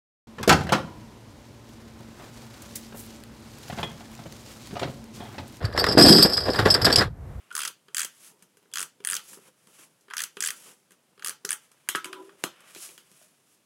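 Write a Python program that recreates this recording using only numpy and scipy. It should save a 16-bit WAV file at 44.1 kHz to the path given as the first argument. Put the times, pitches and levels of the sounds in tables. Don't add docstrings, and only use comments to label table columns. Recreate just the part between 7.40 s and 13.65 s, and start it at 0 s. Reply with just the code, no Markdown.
import sys
import numpy as np
from scipy import signal
from scipy.fft import rfft, irfft
from scipy.io import wavfile
from scipy.ndimage import uniform_filter1d

SR = 44100
rng = np.random.default_rng(int(sys.argv[2]) if len(sys.argv) > 2 else 0)


def digitize_waveform(pressure):
    field = np.atleast_2d(pressure).T
    bounded = np.clip(field, -1, 1)
    quanta = np.round(bounded * 32767).astype(np.int16)
    wavfile.write(sys.argv[1], SR, quanta)


def attenuation_scalar(level_db):
    decades = np.asarray(level_db, float) / 20
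    return 10 ** decades


N = 275625

# (frequency [Hz], width [Hz], level [dB])
SNAP_MODES = [(4850, 870, -2), (6300, 760, 0.5), (7830, 2900, -3), (10670, 1350, -3), (12700, 1500, -25.5),
              (15000, 1200, -9)]
# (frequency [Hz], width [Hz], level [dB])
SHELL_MODES = [(1170, 510, -11.5), (1383, 67, -3.5), (1486, 54, 1.5), (1700, 95, 1), (1995, 88, -5)]
# (frequency [Hz], width [Hz], level [dB])
PLATE_MODES = [(2540, 590, 0.5), (3240, 420, 4.5), (4010, 1800, -5.5), (4870, 450, 2.5)]
# (frequency [Hz], width [Hz], level [dB])
DESK_MODES = [(164.3, 49, -6), (242, 177, -9), (361.3, 117, -5.5), (517, 92, -7.5), (941, 160, -12)]


def rms_one(x):
    return x / np.sqrt(np.mean(x ** 2) + 1e-20)


def at_hz(points, hz):
    table_hz, values = np.transpose(points)
    return np.interp(np.log(np.maximum(hz, 1)), np.log(table_hz), values)


def coloured(x, spectrum):
    hz = np.arange(N // 2 + 1) * SR / N
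    inside = (hz > spectrum[0][0]) & (hz < spectrum[-1][0])
    return rms_one(irfft(rfft(x) * attenuation_scalar(at_hz(spectrum, hz)) * inside, N))


def resonate(x, modes):
    out = 0
    for k, (hz, width, db) in enumerate(modes):
        r = np.exp(-np.pi * width / SR)
        b = [(1 - r * r) / 2, 0, (r * r - 1) / 2]
        a = [1, -2 * r * np.cos(2 * np.pi * hz / SR), r * r]
        out = out + (-1) ** k * attenuation_scalar(db) * signal.lfilter(b, a, x)
    return out


def flutter(rate_hz):
    r = np.exp(-2 * np.pi * rate_hz / SR)
    return rms_one(signal.lfilter([1], [1, -2 * r, r * r], rng.standard_normal(N + SR))[SR:])


def swells(rows):
    fall_db = 20
    rounding = 0.19
    t, power = np.arange(0, N + 64, 64) / SR, 0
    for s, rise, fall, *db in rows:
        away = np.where(t < s, (s - t) / max(rise, .005), (t - s) / max(fall, .005))
        sunk_db = fall_db * (np.hypot(away, rounding) - rounding)
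        power = power + attenuation_scalar(2 * (np.array(db)[:, None] - sunk_db))
    return [np.interp(np.arange(N) / SR, t, np.sqrt(p)) for p in power]


def chatter(ms, size=1600):
    t = np.arange(size) / SR
    decay = np.exp(-(1000 * t / [[ms], [.15]]) ** 2.3) + 1.6 * np.exp(-t / .0003)
    decay[0] += .06 * np.exp(-t / .005)
    onset = 1 - np.exp(-t / .0001)
    return attenuation_scalar(4.2 * rng.standard_normal(size)) * onset * decay


def struck(envelope, modes, top_hz):
    out = 0
    for hz, width, db in modes:
        width = 1.5 * max(width, hz / 10.5)
        mode = [(hz, width, 0)]
        broad = [(hz, 1.3 * width, 0)]
        near, _ = envelope * rng.standard_normal(envelope.shape) + 1e-18
        click = (np.arange(len(near)) == 0) + 1e-18
        ring = np.array([resonate(resonate(near, mode), mode), resonate(click, broad)])
        ring = ring / np.sqrt(np.sum(ring ** 2, axis=1, keepdims=True))
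        out = out + attenuation_scalar(db + 1.8 * rng.standard_normal()) * np.sqrt(width) * ring
    out = signal.sosfilt(signal.butter(2, top_hz, fs=SR, output="sos"), out)
    return out / np.sqrt(np.sum(out ** 2, axis=1, keepdims=True))


def small_body(x):
    return signal.sosfilt(signal.butter(4, 1010, "high", fs=SR, output="sos"), x)


def add(out, s, ring, db, beamed_db=0, span=88):
    i = int(s * SR)
    ring = attenuation_scalar(db) * ring / np.sqrt(np.max(uniform_filter1d(ring[0] ** 2, size=span)))
    out[:, i:i + ring.shape[1]] += ring * attenuation_scalar(np.array([[0], [-beamed_db]]))


def teeth():
    # (time [s], snap [dB], pawl pitch [Hz], shell [dB], chatter [ms])
    catches = [(0.1517, -23, 9250, -30, 1.5), (0.165, -25, 9450, -30.5, 1.2), (0.1775, -26, 9800, -30.5, 2.6),
               (0.1903, -28, 9400, -28.5, 3.7), (0.2037, -30, 9400, -39, 3.3),
               (0.2172, -26.5, 10000, -35, 3.9), (0.2325, -30, 9000, -32, 3.7),
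               (0.2503, -26.5, 6150, -30.5, 5.6), (0.276, -26.5, 6400, -38, 3.5),
               (0.5463, -22.5, 6900, -32, 1.23), (0.5676, -21.5, 6940, -32.5, 2.3),
               (0.5812, -21, 7400, -28.5, 2.1), (0.5929, -24, 7100, -29, 4.2), (0.6042, -24, 7800, -32.5, 3),
               (0.6162, -22, 7700, -31, 1.8), (0.6308, -27.5, 7730, -35, 2.6),
               (0.6469, -27, 5770, -38.5, 3.2), (1.337, -28, 6400, -40.5, 2.4),
               (1.3569, -25, 6600, -31.5, 1.4), (1.371, -26.5, 6400, -28.5, 1.8),
               (1.383, -25.5, 6230, -32.5, 1.8), (1.3932, -28, 9350, -33, 1.7), (1.4036, -27, 8950, -32, 3.2),
               (1.415, -25, 8400, -37, 1.2), (1.428, -24, 8800, -36, 2.3), (1.6487, -21, 8800, -32, 1.3),
               (1.6722, -16, 9360, -30, 1.1), (1.6874, -24, 9100, -34.5, 1.2), (1.6998, -18, 9260, -31, 1.7),
               (1.711, -20, 9100, -38, 1.3), (1.7218, -22.5, 8830, -35, 0.72),
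               (1.7313, -26, 9000, -28.5, 1.3), (1.7411, -23, 8530, -36, 1.7),
               (1.7515, -25, 7040, -37.5, 3.4), (1.7653, -25.5, 4600, -37, 2.05),
               (2.7359, -37.5, 5950, -28.5, 2.3), (2.768, -26, 5740, -30.5, 1.9),
            (2.7801, -25, 5260, -38, 1.6), (2.791, -29.5, 8400, -31, 4), (2.804, -25, 9500, -27.5, 2.4),
            (2.8186, -24, 9270, -37, 2.2), (2.8369, -24.5, 7020, -37.5, 2.3),
            (3.0053, -20.5, 8040, -36, 2.8), (3.0235, -23.5, 6500, -31.1, 4.1),
            (3.037, -23.5, 8260, -27.5, 3.8), (3.0482, -22, 6950, -41, 3.3), (3.06, -23.5, 8810, -38, 4.1),
            (3.0727, -21, 9300, -35, 2.4), (3.0853, -28, 6140, -32, 3.5), (3.1044, -25, 10100, -31.5, 1.9),
            (3.823, -46, 6430, -37, 2.4), (3.846, -25, 10660, -36, 2.0), (3.8606, -28, 9500, -34, 3.2),
            (3.8714, -25, 9700, -36, 2.2), (3.8828, -25, 9500, -37.5, 1.6), (3.8943, -24, 9500, -36, 0.99),
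            (4.0494, -24.5, 5600, -31, 2.4), (4.0906, -25.5, 6400, -33.5, 2.4),
            (4.1063, -15, 9300, -30.5, 0.39), (4.1174, -22.5, 9150, -32.5, 1.2),
            (4.129, -21, 9200, -35, 1.8)]
    # (shell centre [Hz], purity of the snap [dB], plates [dB])
    grips = [(1380, 6, -37.5), (1300, 2, -32.5), (1370, 5.0, -42), (1340, 5, -34), (1490, -6, -31.5),
             (1520, 4, -32), (1590, -4, -30.5), (1490, 5, -33.5), (1530, -5, -34.5), (1720, 4.0, -31),
             (1670, 3.0, -32), (1680, 3, -30), (1620, 5, -36), (1610, 5, -30), (1890, 14, -33),
             (1790, 5, -33.5), (1850, -1, -35.5), (1580, 2, -36), (1410, 2.5, -31), (1470, 3, -31.5),
             (1650, 7, -33), (1500, 12, -33), (1510, 1, -45), (1580, 6, -34), (1550, 6, -38),
             (1690, 6.5, -34), (1630, 25, -32), (1690, 21, -31), (1690, 13.0, -34), (1640, 9, -38),
             (1660, 11, -32.5), (1660, -13, -31), (1660, 2, -42), (1690, 6, -35), (1540, 1, -30),
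             (1500, 6.0, -40), (1570, 2, -32.5), (1640, 2, -31), (1700, 3, -33), (1820, -6, -32),
                 (1660, 0, -41), (1680, -1, -33.5), (1770, 0.5, -33), (1710, 8, -33.5), (1760, 6, -34.5),
                 (1590, 12, -37), (1780, 6, -31), (1810, 5.5, -35), (1740, 4, -32), (1760, -2, -33),
                 (1430, 5, -43), (1720, 2.5, -33), (1320, 3, -36), (1620, -1, -37.5), (1510, 5, -37),
                 (1800, 4.5, -43), (1670, 6, -39), (1720, 6, -34), (1770, 9, -30), (1820, 9, -32),
                 (1720, 11, -34.5)]
    return np.hstack([catches, grips])


def strokes():
    s = teeth()[:, 0]
    pause = np.diff(s) > .05
    return zip(s[np.r_[True, pause]], s[np.r_[pause, True]])


def grit(per_s, spread_db):
    sizes = attenuation_scalar(spread_db * np.minimum(rng.exponential(1, N), 4)) * rng.choice([-1, 1], N)
    return sizes * (rng.random(N) < per_s / SR) + 0.4 * rng.standard_normal(N)


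def slides():
    # (peak time [s], rise [s], fall [s], hiss [dB], rasp re hiss [dB])
    pushes = [(0.0, .1, 0.31, -71.5, 7), (.76, 0.3, 0.15, -63.5, -5), (.873, 0.15, 0.068, -51.5, -9),
              (1.028, 0.048, 0.017, -70, 2), (1.86, 0.047, 0.13, -64.5, -0.5),
              (1.935, 0.15, 0.062, -47.5, -13.5), (2.08, 0.15, 0.034, -59.5, -3),
              (2.28, .04, 0.9, -78, -32), (2.36, 0.12, 0.34, -68, -6), (2.437, 0.23, 0.048, -55.5, -5.5),
              (3.19, 0.25, 0.17, -54, -16), (3.28, 0.17, 0.082, -52, -5), (3.519, 0.015, 0.043, -69, 2),
              (4.25, 0.1, 0.057, -64.5, -4.5), (4.86, 1, 0.19, -66.5, 0.5), (5.021, 0.077, 0.12, -62, -3),
              (5.24, 0.29, 0.092, -68.5, 10.5), (5.298, 0.067, 0.11, -57.5, -1),
              (5.37, 0.0091, 0.21, -49, -11), (5.44, 0.091, 0.11, -43, -11.5), (5.6, 0.064, 0.51, -73.5, 2),
              (5.818, 0.23, 0.14, -60.5, -9), (5.95, .2, 0.47, -74, -8), (6.141, 0.13, 0.052, -65, -12)]
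    # (frequency [Hz], level per Hz [dB])
    hiss_spectrum = [(2240, -21), (3800, -14), (6060, -5.5), (6650, -5), (11300, -3.5), (13300, -17.5),
                     (15800, -14.5), (16200, -37), (16500, -51)]
    # (frequency [Hz], level per Hz [dB])
    rasp_spectrum = [(350, -48), (600, -2.5), (818, -10), (1140, -1), (2120, -3.5), (3030, -3), (3810, -12),
                     (4200, -21), (5460, -20), (9240, -120)]
    # (peak time [s], rise [s], fall [s], rumble [dB])
    leans = [
        (.908, 0.16, 0.21, -64),
        (1.985, 0.22, 0.011, -60),
        (2.095, 0.12, 0.012, -60.5),
        (2.3, 0.078, .2, -68),
        (2.45, 0.18, 0.12, -65.5),
        (3.03, 0.069, 0.3, -59.5),
        (3.293, 0.12, 0.093, -60),
        (5.08, 0.99, 0.55, -68),
        (5.338, 0.6, 0.11, -70),
        (5.502, 0.12, 0.12, -64),
    ]
    roller_db = [-59, -57.5, -54.5, -56, -61, -65, -54.5, -57.5]
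    rest_rasp_db, rest_rumble_db = -78.5, -82

    hiss, rasp = swells([(*row[:4], row[3] + row[4]) for row in pushes])
    fibres = grit(2500, spread_db=1.0) * attenuation_scalar(1.2 * flutter(43))
    paper = hiss * coloured(fibres, hiss_spectrum)
    paper = paper + np.hypot(rasp, attenuation_scalar(rest_rasp_db)) * coloured(fibres, rasp_spectrum)
    loads = [(end, 1.44 * (end - start), 0.06, db) for (start, end), db in zip(strokes(), roller_db)]
    press, = swells(leans + loads)
    rumble = rms_one(resonate(grit(150, spread_db=7.0), DESK_MODES))
    return paper + np.hypot(press, attenuation_scalar(rest_rumble_db)) * rumble


def contacts():
    # (time [s], snap [dB], shell [dB], thump [dB])
    setdowns = [(0.105, -58, -47, -74), (.113, -55, -45, -69), (.126, -45, -66, -62), (.144, -53, -64, -57),
                (.483, -59.5, -53.5, -57.5), (1.315, -58, -69, -82), (1.603, -61, -56, -50),
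                (1.64, -56, -60, -75), (1.793, -62, -45.5, -74), (2.682, -70, -52, -56.5),
                (2.701, -54, -46.5, -74), (2.709, -51.5, -38, -64), (2.969, -43, -41, -42),
                (3.777, -68, -56.5, -58), (3.795, -52, -49.5, -75), (3.906, -46, -42, -60),
                (4.047, -55, -46, -39)]
    # (time [s], snap [dB], shell [dB], thump [dB], thump pitch [Hz])
    touches = [(1.024, -50, -61, -59, 185), (1.17, -57, -62, -62, 425), (1.254, -76, -63, -62.5, 404),
               (1.931, -54, -48.5, -61, 200), (1.972, -72, -54.5, -48.5, 368), (2.085, -78, -64, -56, 518),
               (2.271, -53, -56.5, -57.5, 218), (2.392, -66, -59, -58, 323), (2.609, -61, -88, -73, 390),
               (3.507, -56, -57, -62, 186), (3.519, -51, -66, -64, 372), (4.316, -52.5, -62, -77, 128),
               (4.474, -69, -54, -86, 475), (5.205, -54.5, -63, -72, 210), (5.715, -58, -72, -59, 194),
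               (5.814, -68, -63, -58.5, 626)]
    # (time [s], snap [dB], shell [dB], plates [dB], thump [dB])
    knocks = [(4.488, -22, -28, -26.5, -45), (4.549, -39, -21.5, -27, -32.5), (4.556, -28, -48, -32, -46.5),
              (4.644, -33.5, -38, -32, -57), (4.655, -37.5, -38, -47, -45), (4.729, -40.5, -33, -36, -48),
              (4.892, -78, -49, -57, -57), (5.038, -26.5, -36.5, -29, -33.5), (5.349, -52, -50, -47, -60),
              (5.361, -65, -60, -46, -45.5), (5.49, -61, -68, -47, -55), (5.578, -56, -52, -47.5, -60)]
    rows = [(s, snap, shell, (snap + shell) / 2 + 3, thump, 392) for s, snap, shell, thump in setdowns]
    rows += [(s, snap, shell, (snap + shell) / 2 - 3.5, thump, hz) for s, snap, shell, thump, hz in touches]
    return rows + [(*row, 361.3) for row in knocks]


def taps():
    housing, desk = np.zeros((2, 2, N))
    push = np.tile(np.pad(np.hanning(50), (0, 2550)), (2, 1)) + 1e-18
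    snap_modes = SNAP_MODES[:5] + [(9100, 3100, 2.4)]
    shell_modes = [(1104, 310, -0.87)] + SHELL_MODES
    plate_modes = [(2290, 540, -0.5)] + PLATE_MODES
    for s, snap_db, shell_db, plates_db, thump_db, hz in contacts():
        contact = chatter(3.46)
        add(housing, s, struck(contact, snap_modes, 14400), snap_db)
        add(housing, s, struck(contact, shell_modes, 1800), shell_db)
        add(housing, s, struck(contact, plate_modes, 3460), plates_db, beamed_db=0.5)
        thump = resonate(push, sorted(DESK_MODES + [(hz, 60, 7.0)]))
        add(desk, s, thump, thump_db, beamed_db=3.5, span=260)
    return small_body(housing) + desk


def squeaks():
    # (time [s], frequency [Hz], peak level [dB], length [ms])
    chirps = [
        (.110, 1450, -35, 12),
        (2.705, 1530, -37.5, 12),
        (1.3255, 3300, -46, 5.4),
    ]
    out = np.zeros((2, N))
    for s, hz, db, ms in chirps:
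        t = np.arange(int(ms * SR / 1000)) / SR
        i = int(s * SR)
        swell = np.sin(np.pi * t / t[-1]) ** 2
        out[:, i:i + len(t)] += attenuation_scalar(db) * swell * np.sin(2 * np.pi * hz * t)
    return out


def ratchet():
    out = np.zeros((2, N))
    for s, snap_db, hz, shell_db, ms, grip_hz, purity_db, plates_db in teeth():
        shell_modes = [(f * grip_hz / 1600, width + 140, db) for f, width, db in SHELL_MODES]
        shell_modes += [(0.926 * grip_hz, 300, 5.5)]
        snap_modes = SNAP_MODES + [(hz, 1300, 1.78 * purity_db - 2.5), (9000, 1500, -1.5)]
        snap = struck(chatter(1.25 * ms), snap_modes, 17000)
        shell = struck(chatter(0.57 * ms), shell_modes, 3600)
        plates = struck(chatter(2.5 * ms), PLATE_MODES, 4860)
        add(out, s, snap, snap_db - .3, beamed_db=3.0 + 0.39 * (snap_db + 26.5))
        add(out, s, shell, shell_db - .3, beamed_db=3.5)
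        add(out, s, plates, plates_db - 1.5, beamed_db=2.5)
    return small_body(out)


def ticks():
    # (time [s], level [dB])
    cracks = [(0.994, -57), (1.0235, -52), (1.099, -62), (1.1713, -52), (1.229, -57), (4.4888, -15.5),
              (4.4918, -36), (5.035, -46), (5.0388, -25), (5.0398, -28), (5.2065, -54), (5.349, -39),
              (5.349, -40), (5.3516, -40), (5.362, -51), (5.5788, -39), (5.716, -47)]
    out, t = np.zeros((2, N)), np.arange(300) / SR
    sos = signal.butter(2, [1200, 12600], "band", fs=SR, output="sos")
    for s, db in cracks:
        crack = np.exp(-1000 * t / 0.37) * rng.standard_normal(len(t))
        crack[0] = -3
        add(out, s, np.tile(signal.sosfilt(sos, crack), (2, 1)), db, beamed_db=-1.0, span=30)
    return out


def panel():
    # (frequency [Hz], width [Hz], level [dB])
    panel_mode = [(868.6, 15, 0)]
    # (time [s], ring level [dB])
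    releases = [
        (1.755, -60),
        (3.9, -62),
        (4.05, -64),
        (4.115, -57),
    ]
    out = np.zeros((2, N))
    push = np.tile(np.pad(np.hanning(40), (0, 9000)), (2, 1))
    for s, db in releases:
        add(out, s, resonate(resonate(push, [(835, 39, 0)]), panel_mode), db, beamed_db=-5, span=260)
    return out


def landing():
    # (frequency [Hz], level [dB], decay by 60 dB [s])
    free_modes = [(1180, -19, 0.11), (1292, 7, 0.079), (1457, -5, 0.088), (1647, -4, 0.2)]
    out, t = np.zeros((2, N)), np.arange(9000) / SR
    ring = sum(attenuation_scalar(db - 60 * t / t60) * np.sin(2 * np.pi * hz * t) for hz, db, t60 in free_modes)
    ring = ring * (1 - np.exp(-t / 0.001))
    add(out, 4.550, np.tile(ring, (2, 1)), -29.5, beamed_db=3.0)
    return out


def in_time(span, fade_s=.04):
    before = (span[0][0] - fade_s, -110, *span[0][2:])
    after = (span[-1][0] + fade_s, -110, *span[-1][2:])
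    s, *columns = np.transpose([before, *span, after])
    return [np.interp(np.arange(N) / SR, s, c) for c in columns]


def hum(modes, stretch=1):
    out = 0
    for hz, wander_hz, db in modes:
        level = attenuation_scalar(db + 3.2 * flutter(36))
        pitch = hz * stretch + wander_hz * flutter(50.3)
        out = out + level * np.sin(2 * np.pi * np.cumsum(pitch) / SR)
    return rms_one(out)


def rocking():
    # (time [s], low hum [dB], upper hum [dB], pitch [Hz])
    rolls = [
        (4.6, -60, -76, 351.8),
        (4.64, -58, -60, 350.6),
        (4.665, -49, -48, 373),
        (4.72, -50, -57, 375.2),
        (4.8, -49, -51.5, 369.7),
        (4.86, -50.5, -65, 387),
        (4.93, -60, -91, 392),
        (4.97, -66, -89.5, 390),
        (5.02, -72, -89, 396),
    ]
    low_db, upper_db, hz = in_time(rolls)
    low = hum([(327, 19.6, -9), (387, 8.2, -4.0), (570, 55, -16.5)], stretch=hz / 385)
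    upper = hum([(850, 82.0, -9.5), (1000, 16, 1.0), (1210, 100, -5)])
    return attenuation_scalar(low_db) * (low + attenuation_scalar(upper_db - np.maximum(low_db, -70)) * upper)


def slap():
    # (frequency [Hz], width [Hz], level [dB])
    body = [(235, 134, 17), (338, 128, 20.5), (1080, 270, 15), (3200, 190, 2)]
    slap_s = 5.0385
    out, burst = np.zeros((2, N)), chatter(1.9)
    burst = burst[[0, 0]] * rng.choice([-1, 1], burst.shape[1])
    burst[:, 20:26] = attenuation_scalar(-14) * np.max(burst) / 2
    burst[1] = np.linalg.norm(burst[0]) * (np.arange(burst.shape[1]) == 20)
    sos = signal.butter(2, [140, 7260], "band", fs=SR, output="sos")
    add(out, slap_s, signal.sosfilt(sos, burst), -19, beamed_db=20)
    push = np.tile(np.pad(np.hanning(12), (20, 2000)), (2, 1))
    add(out, slap_s, resonate(push + 1e-18, body), -25, beamed_db=5.0)
    return out


def room(x, size=20000):
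    # (frequency [Hz], time [s])
    decay_s = [(150, 0.13), (1500, 0.17), (4000, 0.25), (9000, 0.12), (15000, 0.14)]
    t, tail = np.arange(size) / SR, 0
    for hz in 100 * 2 ** np.arange(0, 7.5, .5):
        sos = signal.butter(2, [hz * 2 ** -.25, hz * 2 ** 0.3], "band", fs=SR, output="sos")
        band = signal.sosfilt(sos, rng.standard_normal(size))
        tail = tail + band * attenuation_scalar(-60 * t / at_hz(decay_s, hz))
    tail = tail * np.clip(t / .002 - 1, 0, 1)
    return attenuation_scalar(-3) * signal.fftconvolve(x, tail / np.sqrt(np.sum(tail ** 2)))[:N]


def scene():
    # (frequency [Hz], level per Hz [dB])
    air_spectrum = [(15, -55.5), (25, -37), (58, -22), (131, 4), (202, 3), (368, 0), (878, -6.5),
                    (2150, -11.5), (3230, -10.5), (4020, -12), (10100, -11), (15200, -21), (16500, -23)]
    near, radiated = ratchet() + taps() + squeaks() + slap() + panel() + ticks() + landing()
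    desk = near + room(radiated) + slides() + rocking()
    desk = signal.sosfilt(signal.butter(2, 100, "high", fs=SR, output="sos"), desk)
    mono = desk + attenuation_scalar(-69) * coloured(rng.standard_normal(N), air_spectrum)
    return np.array([mono, mono])


def band_limit(x):
    return signal.sosfilt(signal.butter(12, 16970, fs=SR, output="sos"), x)


def record(dry):
    mix = signal.sosfilt(signal.cheby2(10, 60, 17300, fs=SR, output="sos"), dry)
    return band_limit(mix)


dry = scene()
out = record(dry)
digitize_waveform(out)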